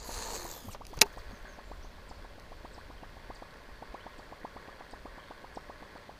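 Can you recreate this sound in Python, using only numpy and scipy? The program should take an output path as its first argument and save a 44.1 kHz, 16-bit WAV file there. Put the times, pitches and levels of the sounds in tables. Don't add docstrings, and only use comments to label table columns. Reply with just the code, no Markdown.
import sys
import numpy as np
from scipy import signal
from scipy.fft import rfft, irfft, next_fast_len
from scipy.io import wavfile

SR = 44100
rng = np.random.default_rng(int(sys.argv[2]) if len(sys.argv) > 2 else 0)


def pcm_store(signal):
    levels = np.round(np.clip(np.atleast_2d(signal), -1, 1) * 32767)
    wavfile.write(sys.argv[1], SR, levels.astype(np.int16).T)


N = 272979
TIME = np.arange(N) / SR


def from_db(db):
    return 10 ** (np.asarray(db) / 20)


def rms_one(x):
    return x / np.sqrt(np.mean(x ** 2) + 1e-20)


def in_time(rows, t=TIME):
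    times, *columns = np.transpose(rows)
    return [np.interp(t, times, column) for column in columns]


def add(out, start_s, sound):
    at = max(0, round(start_s * SR))
    out[at:at + len(sound)] += sound[:max(0, N - at)]


def phase_of(hz):
    return 2 * np.pi * np.cumsum(hz) / SR


def swell(centre_s, length_s):
    return np.exp(-np.minimum((2 * (TIME - centre_s) / length_s) ** 2, 20))


def rise_hold_fall(attack_s, rise_db, until_s, fall_db_per_s):
    return -rise_db * np.clip(1 - TIME / attack_s, 0, 1) - fall_db_per_s * np.clip(TIME - until_s, 0, 1)


def drift(rate_hz):
    size = next_fast_len(N)
    hz = np.fft.rfftfreq(size, 1 / SR)
    return rms_one(irfft(rfft(rng.standard_normal(size)) / (1 + (hz / rate_hz) ** 2), size)[:N])


def friction(rough_db, rate_hz):
    return rng.standard_normal(N) * from_db(rough_db * drift(rate_hz))


def hoarse(phase, width_hz):
    return rms_one(drift(width_hz) * np.cos(phase) + drift(width_hz) * np.sin(phase))


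def coloured(x, spectrum):
    size = next_fast_len(N)
    hz, db = np.transpose(spectrum)
    gain = from_db(np.interp(np.log(np.fft.rfftfreq(size, 1 / SR) + 1), np.log(hz), db))
    return rms_one(irfft(rfft(x, size) * gain, size)[:N])


def resonate(x, body):
    out = 0
    for k, (hz, width_hz, db) in enumerate(body):
        radius = np.exp(-np.pi * width_hz / SR)
        poles = [1, -2 * radius * np.cos(2 * np.pi * hz / SR), radius ** 2]
        out += (-1) ** k * from_db(db) * (1 - radius ** 2) * signal.lfilter([1, 0, -1], poles, x)
    return rms_one(out)


def ring(clicks, hz, t60_s):
    radius, angle = from_db(-60 / (t60_s * SR)), 2 * np.pi * hz / SR
    poles = [1, -2 * radius * np.cos(angle), radius ** 2]
    return signal.lfilter([0, np.sin(angle)], poles, clicks + 1e-18)


def soften(x, hz, order=2):
    return signal.sosfilt(signal.butter(order, hz, fs=SR, output="sos"), x)


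def scattered(x, decay_s):
    t = TIME[:SR // 2]
    tail = rng.standard_normal(len(t)) * np.exp(-t / decay_s)
    return signal.fftconvolve(x, tail / np.linalg.norm(tail))[:N]


# freq_hz, density_db
RIVER_SPECTRUM = [(60, -2.5), (150, 2), (240, 1.5), (330, -0.5), (700, -1), (1200, -6.5), (2500, -11),
                  (5000, -15), (8000, -25.5), (15500, -28.5)]


def river(level_db=-56.5):
    return from_db(level_db) * coloured(rng.standard_normal(N), RIVER_SPECTRUM)


# freq_hz, density_db
BREEZE_SPECTRUM = [(15, -2.5), (32, 4), (60, -4.5), (100, -10), (160, -31.5), (400, -40.5), (1000, -57)]
# centre_s, boost_db, length_s
BREEZE_GUSTS = [(.2, 3, 0.2), (0.991, 6, .1), (1.272, 8.5, 0.21), (1.757, 7, .2), (2.996, 4, 0.87),
                (3.729, 5, 0.1), (5.05, 4.5, 0.24)]


def breeze(start_db=-50, fall_db_per_s=1.15, waver_db=1.3):
    gust_db = sum(db * swell(s, length_s) for s, db, length_s in BREEZE_GUSTS)
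    level_db = start_db - fall_db_per_s * TIME + gust_db - waver_db * drift(5)
    return from_db(level_db) * coloured(rng.standard_normal(N), BREEZE_SPECTRUM)


# start_s, length_s, start_hz, middle_hz, end_hz, level_db
BANK_WHISTLES = [(1.3, 0.087, 6660, 6400, 5840, -70), (1.468, 0.071, 6760, 6320, 6050, -66),
                 (1.527, 0.029, 6100, 5570, 5100, -68), (1.632, 0.11, 7300, 7300, 7550, -76),
                 (1.814, 0.042, 5020, 6040, 6620, -64), (2.962, 0.13, 3290, 2750, 3700, -70),
                 (3.992, 0.056, 2790, 3200, 3740, -62.5), (4.114, 0.036, 3870, 3080, 2500, -63),
                 (5.181, 0.083, 2880, 3380, 2710, -67), (5.236, 0.076, 3900, 3640, 3370, -65.5),
                 (6.03, .06, 2900, 3490, 4300, -72)]


def bird_whistles(flicker_db=5.5, echo_db=0.5):
    notes = np.zeros(N)
    for s, length_s, start_hz, middle_hz, end_hz, db in BANK_WHISTLES:
        progress = np.linspace(0, 1, int(length_s * SR))
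        glide_hz = np.interp(progress, [0, .5, 1], [start_hz, middle_hz, end_hz])
        arch = np.sqrt(4 * progress * (1 - progress))
        add(notes, s, from_db(db) * arch * np.sin(phase_of(glide_hz)))
    direct = notes * from_db(flicker_db * drift(90))
    return direct + from_db(echo_db) * scattered(notes, decay_s=.05)


# start_s, level_db
BANK_CHIPS = [(1.177, -46.5), (2.086, -47), (2.731, -48), (3.345, -47), (4.178, -50), (4.906, -48),
              (5.544, -47)]
# elapsed_s, pitch_hz, gain_db
CHIP_SHAPE = [(0, 8940, -25), (.006, 8020, -10), (.009, 7000, -14), (.012, 6120, -19), (.015, 4900, -3),
              (.018, 4400, -10), (.023, 4030, -12)]


def bird_chips(rasp_depth_hz=350, echo_db=-2.5):
    chips, t = np.zeros(N), TIME[:SR // 40]
    hz, shape_db = in_time(CHIP_SHAPE, t)
    rasp_hz = rasp_depth_hz * drift(430)
    for s, db in BANK_CHIPS:
        phase = phase_of(hz + np.interp(s + t, TIME, rasp_hz))
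        add(chips, s, from_db(db + shape_db) * np.sin(phase))
    return chips + from_db(echo_db) * scattered(chips, decay_s=.061)


# start_s, level_db, pitch_hz, length_s
HULL_BUMPS = [(.642, -42.5, 241.6, 0.024), (0.661, -40.5, 101, 0.05), (.668, -46.5, 202, .05),
              (0.9, -47.5, 400, 0.029), (.97, -37.5, 131.7, 0.021), (1.324, -44, 224, 0.023),
              (2.093, -49.5, 190, 0.029)]


def hull_bumps():
    out = np.zeros(N)
    for s, db, hz, length_s in HULL_BUMPS:
        progress = np.linspace(0, 1, int(length_s * SR))
        tone = np.sin(2 * np.pi * hz * length_s * progress)
        add(out, s, from_db(db) * np.sin(np.pi * progress) * tone)
    return out


# start_s, level_db
STRONG_PLIPS = [(0.086, -38.5), (.21, -36), (.328, -39), (.445, -36.5), (.678, -39.5), (0.803, -39),
                (.925, -38.5), (1.053, -39), (1.167, -37.5), (1.582, -40.5), (1.709, -39), (2.106, -42),
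                (2.512, -44), (2.644, -37.5), (2.774, -42.5), (2.897, -43), (3.026, -41.5), (3.296, -36.5),
                (3.417, -42), (3.818, -36.5), (3.939, -35), (4.059, -37), (4.187, -42), (4.318, -40),
                (4.442, -35), (4.559, -36.5), (4.679, -38.5), (4.802, -40.5), (4.929, -41), (5.051, -36.5),
                (5.175, -38.5), (5.303, -39), (5.437, -41), (5.567, -33.5), (5.692, -37.5), (5.819, -40.5),
                (5.953, -41.5), (6.087, -41)]
# elapsed_s, pitch_hz, gain_db
PLIP_SHAPE = [(0, 195, -2), (.0035, 248, -9.5), (.0051, 423, 1.5), (.0066, 710, -0.5), (.0094, 870, 0),
              (.0117, 985, -9.5), (.0156, 1160, -4.5), (.0195, 1240, -15), (.028, 1270, -23)]


def hull_plips(every_s=.131, weak_db=-47.5, pitch_spread=.0342, length_spread=.049):
    beat = list(STRONG_PLIPS)
    for (start_s, _), (end_s, _) in zip(STRONG_PLIPS, STRONG_PLIPS[1:]):
        steps = round((end_s - start_s) / every_s)
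        beat += [(s, weak_db) for s in np.linspace(start_s, end_s, steps + 1)[1:-1]]
    out, t = np.zeros(N), TIME[:SR // 25]
    wobble_db, pitch_waver = 2.0 * drift(170), .037 * drift(130)
    for (s, db), (higher, longer) in zip(beat, rng.standard_normal((len(beat), 2))):
        hz, shape_db = in_time(PLIP_SHAPE, t / np.exp(length_spread * longer))
        uneven_db = np.interp(s + t, TIME, wobble_db)
        bend = 1 + pitch_spread * higher + np.interp(s + t, TIME, pitch_waver)
        add(out, s, from_db(db + shape_db + uneven_db) * np.sin(phase_of(hz * bend)))
    return soften(out, hz=1250, order=6)


# peak_s, level_db, decay_s
GRIP_BRUSHES = [(.882, -55, 0.018), (.938, -54.5, 0.019), (.972, -53, 0.0067), (1.055, -59, .04),
                (1.13, -69, .5)]
# freq_hz, density_db
HANDLING_SPECTRUM = [(120, -13.5), (300, -5), (1000, -6.5), (1600, -11.5), (2600, -11), (4500, -9),
                     (6300, -1.5), (8000, -12.5), (13000, -9), (16000, -7.5)]


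def grip(attack_s=.008):
    pressure = np.zeros(N)
    for s, db, decay_s in GRIP_BRUSHES:
        rise = np.clip(1 + (TIME - s) / attack_s, 0, 1)
        fall = np.exp(-np.clip((TIME - s) / decay_s, 0, 20))
        pressure += from_db(db) * rise * fall
    return pressure * coloured(friction(rough_db=3.0, rate_hz=110), HANDLING_SPECTRUM)


# start_s, strength_db, brightness_hz, rattle_t60_s
CLUTCH_CONTACTS = [(.7475, -30.5, 1480, 0.064), (.8515, -40.5, 7000, 0.0067), (.8675, -40.5, 11500, 0.0099),
                   (.9745, -32, 1400, 0.06), (.9900, -36.5, 7900, 0.0083), (1.0126, -15, 12200, 0.012),
                   (1.0162, -1, 8200, 0.0068), (1.0200, -15, 13000, 0.016), (1.0229, -12.5, 2500, 0.018),
                   (1.0312, -31.5, 6000, .012), (1.033, -17.5, 1200, 0.0076), (2.3981, -47, 9000, 0.0045),
                   (3.539, -44, 2870, 0.0072), (3.9415, -38.5, 2440, .005), (4.676, -39, 2520, 0.0044),
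                   (4.797, -43, 2500, 0.0064)]
# pitch_hz, gain_db, t60_s
STRUCK_MODES = [(403, -23.5, 0.081), (663, -31.5, 0.033), (744, -37, 0.11), (899, -23, 0.067),
                (1230, -24, 0.02), (1540, -29.5, 0.06), (1915, -30.5, 0.042), (2300, -15.5, .014),
                (2580, -16.5, .025), (2775, -17.5, .025), (3974, -10, 0.01), (4857, -8.5, 0.009),
                (5970, -17, 0.0099), (6250, -16.5, .018), (10730, -14, 0.02), (12620, -18, 0.028)]


def clutch(ring_gain_db=3.5, rattle_gain_db=2.5):
    blows, rattles = np.zeros(N), np.zeros(N)
    t = TIME[:SR // 16]
    click = 1.0 * (t == 0)
    grain = coloured(rng.standard_normal(N), HANDLING_SPECTRUM)
    for k, (s, db, bright_hz, t60_s) in enumerate(CLUTCH_CONTACTS):
        burst = grain[k * len(t):(k + 1) * len(t)] * from_db(-60 * t / t60_s)
        add(blows, s, from_db(db) * soften(click, bright_hz))
        add(rattles, s, from_db(db) * soften(burst, bright_hz))
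    body = sum((-1) ** k * from_db(db) * ring(blows, hz, t60_s)
               for k, (hz, db, t60_s) in enumerate(STRUCK_MODES))
    return from_db(ring_gain_db) * body + from_db(rattle_gain_db) * rattles


# time_s, level_db
WHIRR_LEVEL = [(.88, -67), (1.15, -52), (1.55, -57), (1.95, -59), (3.1, -57), (4.3, -54.5), (6.0, -55.5),
               (6.19, -59.5)]
# centre_hz, width_hz, gain_db
GEAR_RESONANCES = [(190, 9.5, -6.5), (400, 96, -1), (591, 50, 4), (885, 58, -2), (1085, 87, 2.5),
                   (1363, 22, 1.5), (1494, 94.6, 0), (1700, 50, 3), (1858, 76, 0), (2130, 210, -5.5),
                   (2450, 190, -11.5), (3360, 110, -14.5)]
# centre_s, level_db, length_s
GEAR_WHINES = [(1.285, -59.5, 0.052), (1.49, -58, 0.15)]
# freq_hz, density_db
RUB_SPECTRUM = [(1800, -2.5), (2500, 4), (2900, -4.5), (3300, 6), (3700, 1.5), (4450, 8.5), (4950, 1.5),
                (5500, -50.5), (8000, -7), (15000, -38)]


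def retrieve(start_s=.855, attack_s=.07, first_push_s=1.54, handle_turn_s=.62,
             tooth_hz=112, whine_hz=1545):
    push = np.cos(2 * np.pi * (TIME - first_push_s) / handle_turn_s)
    gear_db = in_time(WHIRR_LEVEL)[0] + 1.2 * push
    wet_db = 4 * np.clip((1.58 - TIME) / .44, 0, 1)
    rub_db = -66.5 + 1.1 * push + wet_db
    teeth = 1 + .5 * np.cos(phase_of(tooth_hz * (1 + .07 * drift(3.05))))
    gears = resonate(teeth * friction(rough_db=1.74, rate_hz=110), GEAR_RESONANCES)
    rub = coloured(teeth * friction(rough_db=2.6, rate_hz=200), RUB_SPECTRUM)
    whine_gain = sum(from_db(db) * swell(s, length_s) for s, db, length_s in GEAR_WHINES)
    whine = whine_gain * hoarse(2 * np.pi * whine_hz * TIME, width_hz=45)
    winding = np.clip((TIME - start_s) / attack_s, 0, 1)
    return winding * (from_db(gear_db) * gears + from_db(rub_db) * rub + whine)


# time_s, pitch_hz, level_db
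THUMB_RUB = [(.69, 8980, -100), (.715, 8010, -59), (.733, 6460, -52), (.746, 4240, -56), (.76, 2430, -100)]


def thumb():
    hz, db = in_time(THUMB_RUB)
    return from_db(db) * hoarse(phase_of(hz), width_hz=1200)


# time_s, pitch_hz, level_db
SPOOL_SONG = [(0, 2333, -59), (.07, 2280, -61), (.14, 2178, -59), (.36, 2195, -57), (.44, 2140, -60),
              (.48, 1800, -62), (.6, 1700, -57.5), (.69, 1604, -65), (.725, 1330, -57), (.755, 724, -62)]
# fast_spool_db, slow_spool_db
SONG_PARTIALS = [(-19, -10), (2.5, -2), (2, -5), (-24, -6), (-21, -15)]


def spool_song():
    hz, db = in_time(SPOOL_SONG)
    phase = phase_of(hz)
    slowness = np.clip((2150 - hz) / 400, 0, 1)
    partials = np.zeros(N)
    for k, (fast_db, slow_db) in enumerate(SONG_PARTIALS, 1):
        gain = from_db(fast_db + slowness * (slow_db - fast_db))
        partials += gain * hoarse(k * phase, width_hz=150 * np.sqrt(k))
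    return from_db(db) * partials


# centre_hz, width_hz, gain_db
FRAME_RESONANCES = [(460, 133, 0), (760, 125, -5), (902, 98, 1.5), (1200, 410, -7), (1700, 390, -8.5)]
SPOOL_HARMONICS = [-11.5, -9.5, -13, -17]


def spool_rumble(turn_phase, flutter, flow_db, level_db=-44, follows_flow=.81):
    rumble = resonate(flutter * friction(rough_db=2.0, rate_hz=55), FRAME_RESONANCES)
    whine = sum(from_db(db) * np.sin(2 * k * turn_phase) * from_db(3.0 * drift(7.5))
                for k, db in enumerate(SPOOL_HARMONICS, 1))
    return from_db(level_db + follows_flow * flow_db) * (rumble + whine)


# centre_hz, width_hz, gain_db
EYE_RESONANCES = [(9350, 600, -2.5), (10900, 690, 0), (13000, 1300, 2), (14600, 790, -4)]


def line_sizzle(flutter, level_db=-56, waver_db=5):
    shape_db = rise_hold_fall(attack_s=.066, rise_db=16, until_s=.58, fall_db_per_s=30)
    sliding = flutter * friction(rough_db=.8, rate_hz=200)
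    sizzle = sum((-1) ** k * from_db(db + waver_db * drift(5.5)) * resonate(sliding, [(hz, width_hz, 0)])
                 for k, (hz, width_hz, db) in enumerate(EYE_RESONANCES))
    return from_db(level_db + shape_db) * rms_one(sizzle)


# freq_hz, density_db
HISS_SPECTRUM = [(1500, -8), (2700, -4.5), (3250, -8), (4200, 4.5), (5400, -5), (6500, 5.5), (8200, -2),
                 (9300, -17.5), (12000, -15)]
# centre_s, boost_db, length_s
COIL_SURGES = [(0.142, 4.5, 0.048), (0.229, 5.5, 0.017), (0.353, 7, 0.027), (0.52, 5, 0.098)]


def line_hiss(flutter, flow_db, level_db=-45):
    surge_db = sum(db * swell(s, length_s) for s, db, length_s in COIL_SURGES)
    hiss = coloured(flutter * friction(rough_db=3.0, rate_hz=370), HISS_SPECTRUM)
    return from_db(level_db + flow_db + surge_db) * hiss


# time_s, turn_rate_hz
SPOOL_SPEED = [(0, 103), (.08, 118), (.17, 121), (.28, 110), (.4, 88), (.52, 83), (.76, 40)]


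def cast(stop_s=.757, braking_s=.017):
    flow_db = rise_hold_fall(attack_s=.16, rise_db=12, until_s=.34, fall_db_per_s=54)
    turn_phase = phase_of(in_time(SPOOL_SPEED)[0] * (1 + .0054 * drift(34)))
    looseness = np.interp(TIME, [.3, .45, .6], [.22, .45, .28])
    flutter = 1 + looseness * np.cos(turn_phase)
    line = line_hiss(flutter, flow_db) + line_sizzle(flutter)
    spool = spool_rumble(turn_phase, flutter, flow_db) + spool_song()
    spinning = np.clip((stop_s - TIME) / braking_s, 0, 1)
    return spinning * (line + spool)


def scene():
    reel = cast() + thumb() + grip() + clutch() + retrieve()
    hull = hull_plips() + hull_bumps()
    bank = bird_chips() + bird_whistles()
    return (reel + hull + bank + breeze() + river())[None]


def record(dry, ceiling=.9, cutoff_hz=15400):
    rounded = ceiling * np.tanh(dry / ceiling)
    return signal.sosfilt(signal.ellip(12, .1, 80, cutoff_hz, fs=SR, output="sos"), rounded)


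dry = scene()
out = record(dry)
pcm_store(out)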